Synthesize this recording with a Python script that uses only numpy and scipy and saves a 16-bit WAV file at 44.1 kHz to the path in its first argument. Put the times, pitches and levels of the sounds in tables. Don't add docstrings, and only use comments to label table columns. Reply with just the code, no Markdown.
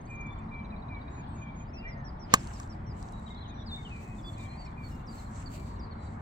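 import sys
import numpy as np
from scipy import signal
from scipy.fft import rfft, irfft, next_fast_len
from scipy.io import wavfile
from scipy.ndimage import uniform_filter1d

SR = 44100
rng = np.random.default_rng(int(sys.argv[2]) if len(sys.argv) > 2 else 0)


def persist_wave(psi):
    counts = np.round(np.clip(psi, -1, 1) * 32767).astype(np.int16)
    wavfile.write(sys.argv[1], SR, np.atleast_2d(counts).T)


N = 273861

STRIKE_LEAD_MS = -0.2016


def undb(db):
    return 10 ** (np.asarray(db) / 20)


def unit(x):
    return x / np.sqrt(np.mean(x ** 2))


def band(x, hz, width_hz):
    high = min(width_hz / 2 + np.hypot(width_hz / 2, hz), .45 * SR)
    sos = signal.butter(2, [hz ** 2 / high, high], "bandpass", fs=SR, output="sos")
    return signal.sosfilt(sos, x)


def walk(rate):
    k = int(SR / rate)
    steps = np.repeat(rng.standard_normal(N // k + 1), k)
    return 1.3 * uniform_filter1d(uniform_filter1d(steps, k), k)[:N]


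def fade(t, t60):
    return np.exp(-np.log(1000) * t / t60)


def add(out, sound, s, pan_db, lead_ms):
    size = next_fast_len(len(sound) + 64)
    turn = -2j * np.pi * np.arange(size // 2 + 1) / size
    for channel, side in enumerate((1, -1)):
        at = (s - side * lead_ms / 2000) * SR
        start = max(int(at) - 16, 0)
        piece = irfft(rfft(sound, size) * np.exp(turn * (at - start)), size)[:N - start]
        out[channel, start:start + len(piece)] += undb(side * pan_db / 2) * piece


def road():
    # f/Hz, relative level per Hz/dB
    spectrum = [(15, -34), (25, 0), (92, 0.5), (235, -9.5), (492, -25), (661, -21.5), (957, -20),
                (1320, -29), (2160, -34.5), (2380, -42.5), (2830, -50.5), (3710, -47), (5920, -66),
                (7760, -60.5), (9000, -81), (11700, -109), (19800, -120)]
    # f/Hz, left-right correlation
    likeness = [(60, 1), (200, 0.97), (330, 0.87), (600, -0.3), (1400, -0.27), (3000, 0.45), (8000, 0.44)]
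    road_db, drone_hz, drone_width_hz, drone_db = -40, 222.9, 20.6, -52.5
    out, swell = 0, walk(1.0)
    f, per_hz = np.transpose(spectrum)
    g, alike = np.transpose(likeness)
    for hz in 25 * 2 ** np.arange(0, 8.5, 1 / 3):
        noise = rng.standard_normal((2, N + SR))
        mid, side = band(band(noise, hz, hz / 3), hz, hz / 3)[:, SR:]
        c = np.clip(np.interp(np.log(hz), np.log(g), alike), -.9, .99)
        db = np.interp(np.log(hz), np.log(f), per_hz) + 0.28 * swell + 1.84 * walk(6)
        spread = np.sqrt((1 - c) / (1 + c)) * side * np.array([[1], [-1]])
        out = out + undb(db) * (mid + spread)
    drone = unit(band(rng.standard_normal(N), drone_hz, drone_width_hz))
    return (undb(road_db) * unit(out) + undb(drone_db) * drone) * undb([[.35], [-.35]])


def chorus(start, length, low_hz, high_hz, quietest_db, count):
    rows = []
    for when, long, high, glide, loud, side in rng.random((count, 6)):
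        hz = low_hz + high * (high_hz - low_hz)
        end_hz = hz * (1 + .3 * (glide - .6))
        s = min(start + when * length, N / SR - .06)
        note_s = .015 + .04 * long ** 2
        rows.append((s, note_s, hz, end_hz, quietest_db + 7.6 * loud, 12 * (side - .5), 0.41 * (side - .5)))
    return rows


def far_birds():
    # start t/s, length t/s, lowest starting f/Hz, highest starting f/Hz, quietest level/dB
    burbles = [(0.331, 1.5, 2277, 2600, -75.5), (1.203, 0.46, 3170, 3790, -79.5),
               (3.273, .36, 3200, 4000, -71), (4.297, 0.72, 2400, 4600, -77.5),
               (5.501, .55, 3810, 4800, -80)]
    notes_a_second = 36
    rows = chorus(0, N / SR - .2, 2500, 4600, -83, count=int(notes_a_second * N / SR))
    for bout in burbles:
        rows += chorus(*bout, count=45)
    return rows


def trills():
    # start t/s, end t/s, first gap t/s, growth of each gap t/s, first chip's low f/Hz,
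    # climb f/Hz per chip number squared, peak level/dB, how much quieter the ends are level/dB
    table = [(.005, .41, .046, .0027, 6130, 17, -68, 2), (.484, 1.24, .052, .0016, 3740, -1.5, -60, 14)]
    chip_s, chip_rise_hz, pan_db, lead_ms = 0.016, 335, -5, -0.077
    rows, k = [], np.arange(20)
    for start, end, gap, grows, hz, climb, db, quieter in table:
        starts = start + k * gap + grows * k * (k - 1) / 2
        for n, s in zip(k, starts):
            if s < end:
                low = hz + climb * n ** 2
                off_middle = 2 * (s - start) / (end - start) - 1
                rows.append((s, chip_s, low, low + .81 * chip_rise_hz, low + chip_rise_hz,
                             db - quieter * off_middle ** 2, pan_db, lead_ms))
    return rows


def near_birds():
    # start t/s, length t/s, from f/Hz, to f/Hz,
    # rms level/dB while held, left minus right level/dB, left leads by t/ms
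    whistles = [(0.0, .12, 8060, 8070, -84, 13, 0), (.062, .025, 4190, 4850, -68, 5, .04),
                (0.066, 0.09, 7700, 7600, -80, 14, 0), (0.062, .27, 2447, 2318, -50, -2, 0.077),
                (.24, .19, 3470, 3500, -70, 1, -0.073), (.3, .045, 3520, 3530, -61, 8, -0.026),
                (.34, 0.11, 2320, 2330, -68, -2, 0.17), (.5, 0.13, 2376, 2320, -51, -3, 0.073),
                (0.649, 0.032, 2354, 2324, -62, 1, 0.074), (0.717, 0.04, 2560, 2316, -54.5, -2, 0.11),
                (0.879, 0.12, 2450, 2250, -51, -1, 0.078), (1.09, .14, 7180, 6780, -68.5, -3.5, .07),
                (1.162, 0.069, 2530, 2340, -60.5, 4, .13), (1.268, 0.11, 8200, 7970, -82, 18, 0),
                (1.34, .12, 6800, 6700, -69, -5, .07), (1.401, .13, 2422, 2287, -53.5, -2, 0.096),
                (1.55, 0.1, 6650, 6750, -66.5, -3.5, .07), (1.6, 0.034, 2460, 2370, -61, -2, 0.13),
                (1.66, 0.056, 4250, 5300, -76, -1, 0), (1.718, 0.16, 2505, 2860, -58.5, 1, .16),
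                (1.819, 0.08, 2457, 2316, -53, -1, .1), (1.845, 0.064, 1807, 2140, -46.5, -2, 0.22),
                (1.929, .17, 1940, 1710, -57, -1, 0.21), (1.971, 0.042, 6250, 6250, -81, 6, 0),
                (3.12, .09, 3900, 3850, -67, -10, 0.046), (3.29, 0.09, 2070, 2153, -62, -5.5, -.09),
                (3.49, .065, 2500, 2390, -66, 4, 0.083), (3.475, 0.04, 6400, 6440, -72, 11, 0.06),
                (3.533, 0.11, 5850, 5640, -71, 7.5, -0.039), (3.655, 0.075, 5340, 3440, -53, 2, -0.075),
                (3.704, 0.082, 3560, 3637, -48.5, 2, -0.11), (3.769, 0.06, 2270, 2134, -57.5, -1, -0.13),
                (3.846, .04, 3300, 2750, -51.5, 3.5, 0.11), (3.89, 0.12, 2700, 2290, -53.5, 0, 0.15),
                (4.0, .155, 2657, 2490, -61.5, 2, 0.14), (4.234, 0.076, 3390, 3480, -53.5, -2, .07),
                (4.364, .12, 2455, 2306, -55.5, -2, 0.11), (4.489, 0.086, 2360, 2480, -62, 0, 0.11),
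                (4.39, 0.037, 4000, 3550, -61.5, 1, 0.078), (4.468, .11, 4080, 4270, -63, -2, .05),
                (4.58, .095, 4790, 4300, -59.5, -4, .03), (4.63, 0.044, 2140, 2130, -62, -6, -0.12),
                (4.645, 0.026, 5750, 5300, -65.5, 4, 0), (4.665, .022, 5350, 3700, -64, 6, 0),
                (4.66, 0.026, 2540, 2290, -54, -1, 0.12), (4.765, 0.1, 2443, 2300, -55.5, -3, 0.09),
                (4.83, 0.058, 4520, 4380, -59.5, -6.5, 0), (4.9, 0.13, 2900, 2720, -68, 0, 0.069),
                (4.9, .065, 5300, 5050, -74, 2, 0.025), (5.528, 0.12, 2260, 2360, -64, 1, -0.12),
                (5.592, .16, 4620, 4620, -72, -3, -0.083), (5.96, 0.15, 3970, 3940, -69.5, 5, -.03)]
    # start t/s, length t/s, level/dB
    falls = [(1.729, 0.079, -61), (1.871, 0.079, -62.5), (2.039, 0.068, -62), (2.189, 0.078, -63),
             (2.365, 0.057, -63), (2.53, 0.049, -58), (2.692, 0.052, -60.5), (2.857, 0.074, -62)]
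    # start t/s, reference f/Hz, level/dB, left minus right level/dB
    arches = [(3.26, 3940, -61, 6), (3.3, 3850, -54.5, 5), (3.339, 3930, -62.5, 6), (3.372, 4120, -59.5, 3),
              (3.405, 4120, -56, 2), (3.452, 4010, -63.5, 8), (3.494, 3900, -61, 7),
              (3.549, 4100, -66.5, 6), (3.58, 3680, -56, 2), (3.61, 3530, -66, -2), (4.18, 3620, -64, -1),
              (4.328, 4420, -62.5, -2), (4.57, 4720, -60, -4), (5.174, 4370, -59, -3),
              (5.255, 4330, -66, -8), (5.456, 4670, -53.5, -9), (5.53, 4700, -61.5, -9),
              (5.905, 4500, -61.5, -5.5), (6.055, 4690, -70.5, -12)]
    # start t/s, level/dB
    hooks = [(4.215, -65.5), (5.06, -61), (5.785, -64)]
    settled_at_middle = .68
    fall_hz, fall_pan_db, fall_lead_ms = [5650, 5690, 5330, 4950, 4550], -6.5, 0.053
    arch_s, arch_shape, arch_lead_ms = 0.0301, np.array([.98, 0.99, .97, .9]), 0.029
    hook_s, hook_hz, hook_pan_db = .082, [6800, 5300, 4660, 4700, 4760, 4530, 3800], -1
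    slide_start_s, slide_every_s, slide_s, slide_hz, slide_db = .178, .224, .08, [6940, 4530], -88
    rows = []
    for s, length, a, b, *rest in whistles:
        rows.append((s, length, a, a + settled_at_middle * (b - a), b, *rest))
    rows += [(s, length, *fall_hz, db, fall_pan_db, fall_lead_ms) for s, length, db in falls]
    rows += [(s, arch_s, *(hz * arch_shape), db, pan_db, arch_lead_ms) for s, hz, db, pan_db in arches]
    rows += [(s, hook_s, *hook_hz, db, hook_pan_db, 0) for s, db in hooks]
    rows += [(slide_start_s + k * slide_every_s, slide_s, *slide_hz, slide_db, 0, 0) for k in range(4)]
    return rows


def hedge_blur(out):
    t60_s, tail_db, top_hz = .4, -8, 4000
    t = np.arange(SR // 2) / SR
    tail = rng.standard_normal((2, len(t))) * fade(t, t60_s) * np.minimum(t / .015, 1)
    tail /= np.sqrt(np.sum(tail ** 2, axis=1, keepdims=True))
    tail = signal.sosfilt(signal.butter(2, top_hz, fs=SR, output="sos"), tail)
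    return undb(tail_db) * signal.fftconvolve(out, tail, axes=1)[:, :N]


def birds():
    out = np.zeros((2, N))
    flutter = undb(2.2 * walk(60))
    waver = 1 + 0.0045 * walk(70)
    for s, length, *pitch, db, pan_db, lead_ms in trills() + near_birds() + far_birds():
        u = np.arange(int(length * SR)) / (length * SR)
        hz = np.interp(u, np.linspace(0, 1, len(pitch)), pitch)
        hz = uniform_filter1d(hz, len(u) // 6 + 1, mode="nearest")
        hz = hz * waver[int(s * SR):][:len(u)]
        edge = np.clip(np.minimum(u / 0.22, (1 - u) / 0.19), 0, 1)
        tone = np.sqrt(2) * undb(db) * np.sin(2 * np.pi * np.cumsum(hz) / SR)
        note = np.sin(np.pi / 2 * edge) ** 2 * tone
        add(out, note * flutter[int(s * SR):][:len(u)], s, pan_db, lead_ms)
    return out + hedge_blur(out)


def brushing():
    # full at t/s, holds t/s, relative level/dB, crisp top against body level/dB
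    brushes = [(2.41, 0.21, -61, -17), (2.995, 0.11, -66.5, -15.5), (3.249, 0.041, -68, -23.5),
               (3.741, 0.21, -68.5, -17), (4.03, 0.025, -63.5, -10.5), (4.152, 0.022, -68, -16),
               (4.273, 0.021, -66.5, -8.5), (4.414, 0.011, -61, -14), (4.52, .15, -72, -16),
               (4.86, .08, -66, -7), (5.157, 0.054, -60, -11), (5.368, 0.032, -59, -22),
               (5.536, 0.047, -58, -10), (5.662, 0.071, -70.5, -15), (6.043, 0.11, -73.5, -26.5)]
    rise_db_s, fall_db_s = 198, 140.5
    t, power = np.arange(N) / SR, 0
    for s, hold, db, crisp_db in brushes:
        shape_db = db - rise_db_s * np.maximum(s - t, 0) - fall_db_s * np.maximum(t - s - hold, 0)
        power = power + undb(shape_db + np.array([[0], [crisp_db]])) ** 2
    return np.sqrt(power)


def rustle():
    # f/Hz, width f/Hz, mean relative level/dB
    colour = [(2550, 990, -6), (4100, 860, -4.5), (6530, 1500, -4), (7340, 990, -3)]
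    grain_db, grains_a_second, crisp_hz, crisp_width_hz = -5, 1200, 13000, 7000
    body_gain, crisp_gain = brushing()
    hits = rng.random(N) < grains_a_second / SR
    grains = hits * undb(2.8 * rng.exponential(size=N)) * rng.standard_normal(N)
    hiss = rng.standard_normal((2, N)) * undb(2.5 * walk(40))
    source = undb(grain_db) * unit(grains) * undb([[-3.0], [1.5]]) + hiss
    body = sum(undb(db + 2 * walk(18)) * unit(band(source, hz, width)) for hz, width, db in colour)
    crisp = unit(band(band(source, crisp_hz, crisp_width_hz), crisp_hz, crisp_width_hz))
    return undb([[-.6], [.6]]) * (body_gain * body + crisp_gain * crisp)


def ticks(out):
    # start t/s, peak level/dB ahead of panning, centre f/Hz, left minus right level/dB
    table = [(2.4325, -44, 5560, 1), (2.4723, -39.5, 5200, -1), (2.5054, -60, 6520, -2.0),
             (2.536, -45, 5300, -3.0), (2.5744, -61, 6400, -2.5), (2.617, -52, 6500, -1),
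             (2.6314, -47, 4370, 0), (2.6414, -59, 4450, -2.5), (2.6643, -61, 7500, -1),
             (2.6754, -52, 5630, -4), (3.027, -45, 6000, -9), (3.0864, -47.5, 4440, -3.5),
             (3.123, -49.5, 7150, -6), (3.197, -56, 8170, -4), (3.2186, -64, 8040, -2.0),
             (3.348, -53, 4050, -8), (3.93, -62, 4060, -10)]
    t = np.arange(int(.015 * SR)) / SR
    for s, db, hz, pan_db in table:
        burst = rng.standard_normal(len(t)) * np.exp(-t / 0.0014)
        snap = band(band(burst, hz, hz), hz, hz)
        add(out, undb(db) * snap / np.abs(snap).max(), s, pan_db, STRIKE_LEAD_MS)


def swish():
    # t/s, relative level/dB, centre of the head's hiss f/Hz
    sweep = [(2.24, -65, 915), (2.29, -63.5, 1420), (2.317, -55, 2260), (2.338, -47, 2820),
             (2.36, -67, 2200), (2.385, -63.5, 1617), (2.45, -61.5, 1300), (2.52, -54.5, 905)]
    shaft_below, shaft_db = 6, 4.5
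    s, db, hz = np.transpose(sweep)
    t = np.arange(N) / SR
    gain = undb(np.interp(t, s, db, -150, -150))
    centre = np.log(np.interp(t, s, hz))
    out = 0
    for step_hz in 250 * 2 ** np.arange(0, 5, .5):
        hiss = np.exp(-((np.log(step_hz) - centre) / .9) ** 2)
        whoosh = undb(shaft_db) * np.exp(-((np.log(step_hz * shaft_below) - centre) / .4) ** 2)
        out = out + (hiss + whoosh) * unit(band(rng.standard_normal((2, N)), step_hz, step_hz / 3))
    return gain * out


def ring(modes, t, sag):
    out = 0
    for hz, db, t60 in modes:
        phase = 2 * np.pi * hz * t * (1 - sag * np.minimum(t / t60, 1))
        out = out + undb(db) * fade(t, t60) * np.sin(phase)
    return out


def ball_tone(t):
    # starting f/Hz, relative level/dB, t60 t/s ahead of the choke
    modes = [(115, -24, 0.012), (251, -17.5, 0.035), (501, -20, 0.017), (1174, -6, 0.046),
             (1638, -5.5, .012)]
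    contact_ms, sag, choke_s = .25, 0.065, .009
    push = np.sin(np.pi * np.clip(t[:64] * 1000 / contact_ms, 0, 1))
    ball = -undb(1.0) * np.convolve(ring(modes, t, sag), push / push.sum())[:len(t)]
    return ball * (.25 + .75 * np.exp(-(t / choke_s) ** 4))


def turf_tear(t):
    # centre f/Hz, width f/Hz, relative level/dB, t60 t/s
    bands = [(900, 2400, -34.5, 0.13), (2574, 1800, -15.5, 0.021), (7240, 1900, -25.5, 0.047),
             (13500, 3100, -27.5, 0.023)]
    tear = 0
    for hz, width, db, t60 in bands:
        tear = tear + undb(db) * unit(band(rng.standard_normal(len(t)), hz, width)) * fade(t, t60)
    return tear * np.minimum(t / 0.00086, 1)


def strike(out):
    # f/Hz, relative level/dB, t60 t/s
    head_modes = [(2536, -24, 0.041), (3640, -20.5, 0.022), (4220, -23.5, 0.009), (5350, -6, 0.0081),
                  (6760, -3.5, 0.0088), (7630, -15.5, 0.02), (9660, -18, .006), (11030, -16, 0.0071),
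                  (13400, -19, 0.0038)]
    # delay t/s, head gain level/dB, ball gain level/dB
    echoes = [(0, 0.5, 0.5), (.0065, -22, -12), (0.2613, -31.5, -34)]
    strike_s, ball_late_s, head_pan_db, ball_pan_db = 2.3386, .0004, -4, 1.5
    t = np.arange(int(.2 * SR)) / SR
    ball = ball_tone(t)
    head = ring(head_modes, t, 0) * np.minimum(t / 0.0005, 1)
    for late_s, head_db, ball_db in echoes:
        at = strike_s + late_s
        add(out, undb(head_db) * head, at, head_pan_db, STRIKE_LEAD_MS)
        add(out, undb(ball_db) * ball, at + ball_late_s, ball_pan_db, STRIKE_LEAD_MS)
    for pan_db in (-5, 3):
        add(out, turf_tear(t), strike_s, pan_db, STRIKE_LEAD_MS)


def scene():
    out = road() + rustle() + swish() + birds()
    strike(out)
    ticks(out)
    return out


def record(dry):
    self_noise_db, top_hz = -90.5, 15800
    heard = dry - .8 * band(dry, 9500, 1300)
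    heard = heard + undb(self_noise_db) * rng.standard_normal(dry.shape)
    heard = signal.sosfilt(signal.butter(2, 30, "highpass", fs=SR, output="sos"), heard)
    top_cut = signal.ellip(10, .2, 80, top_hz, fs=SR, output="sos")
    return signal.sosfilt(top_cut, np.clip(heard, -1, 1))


dry = scene()
out = record(dry)
persist_wave(out)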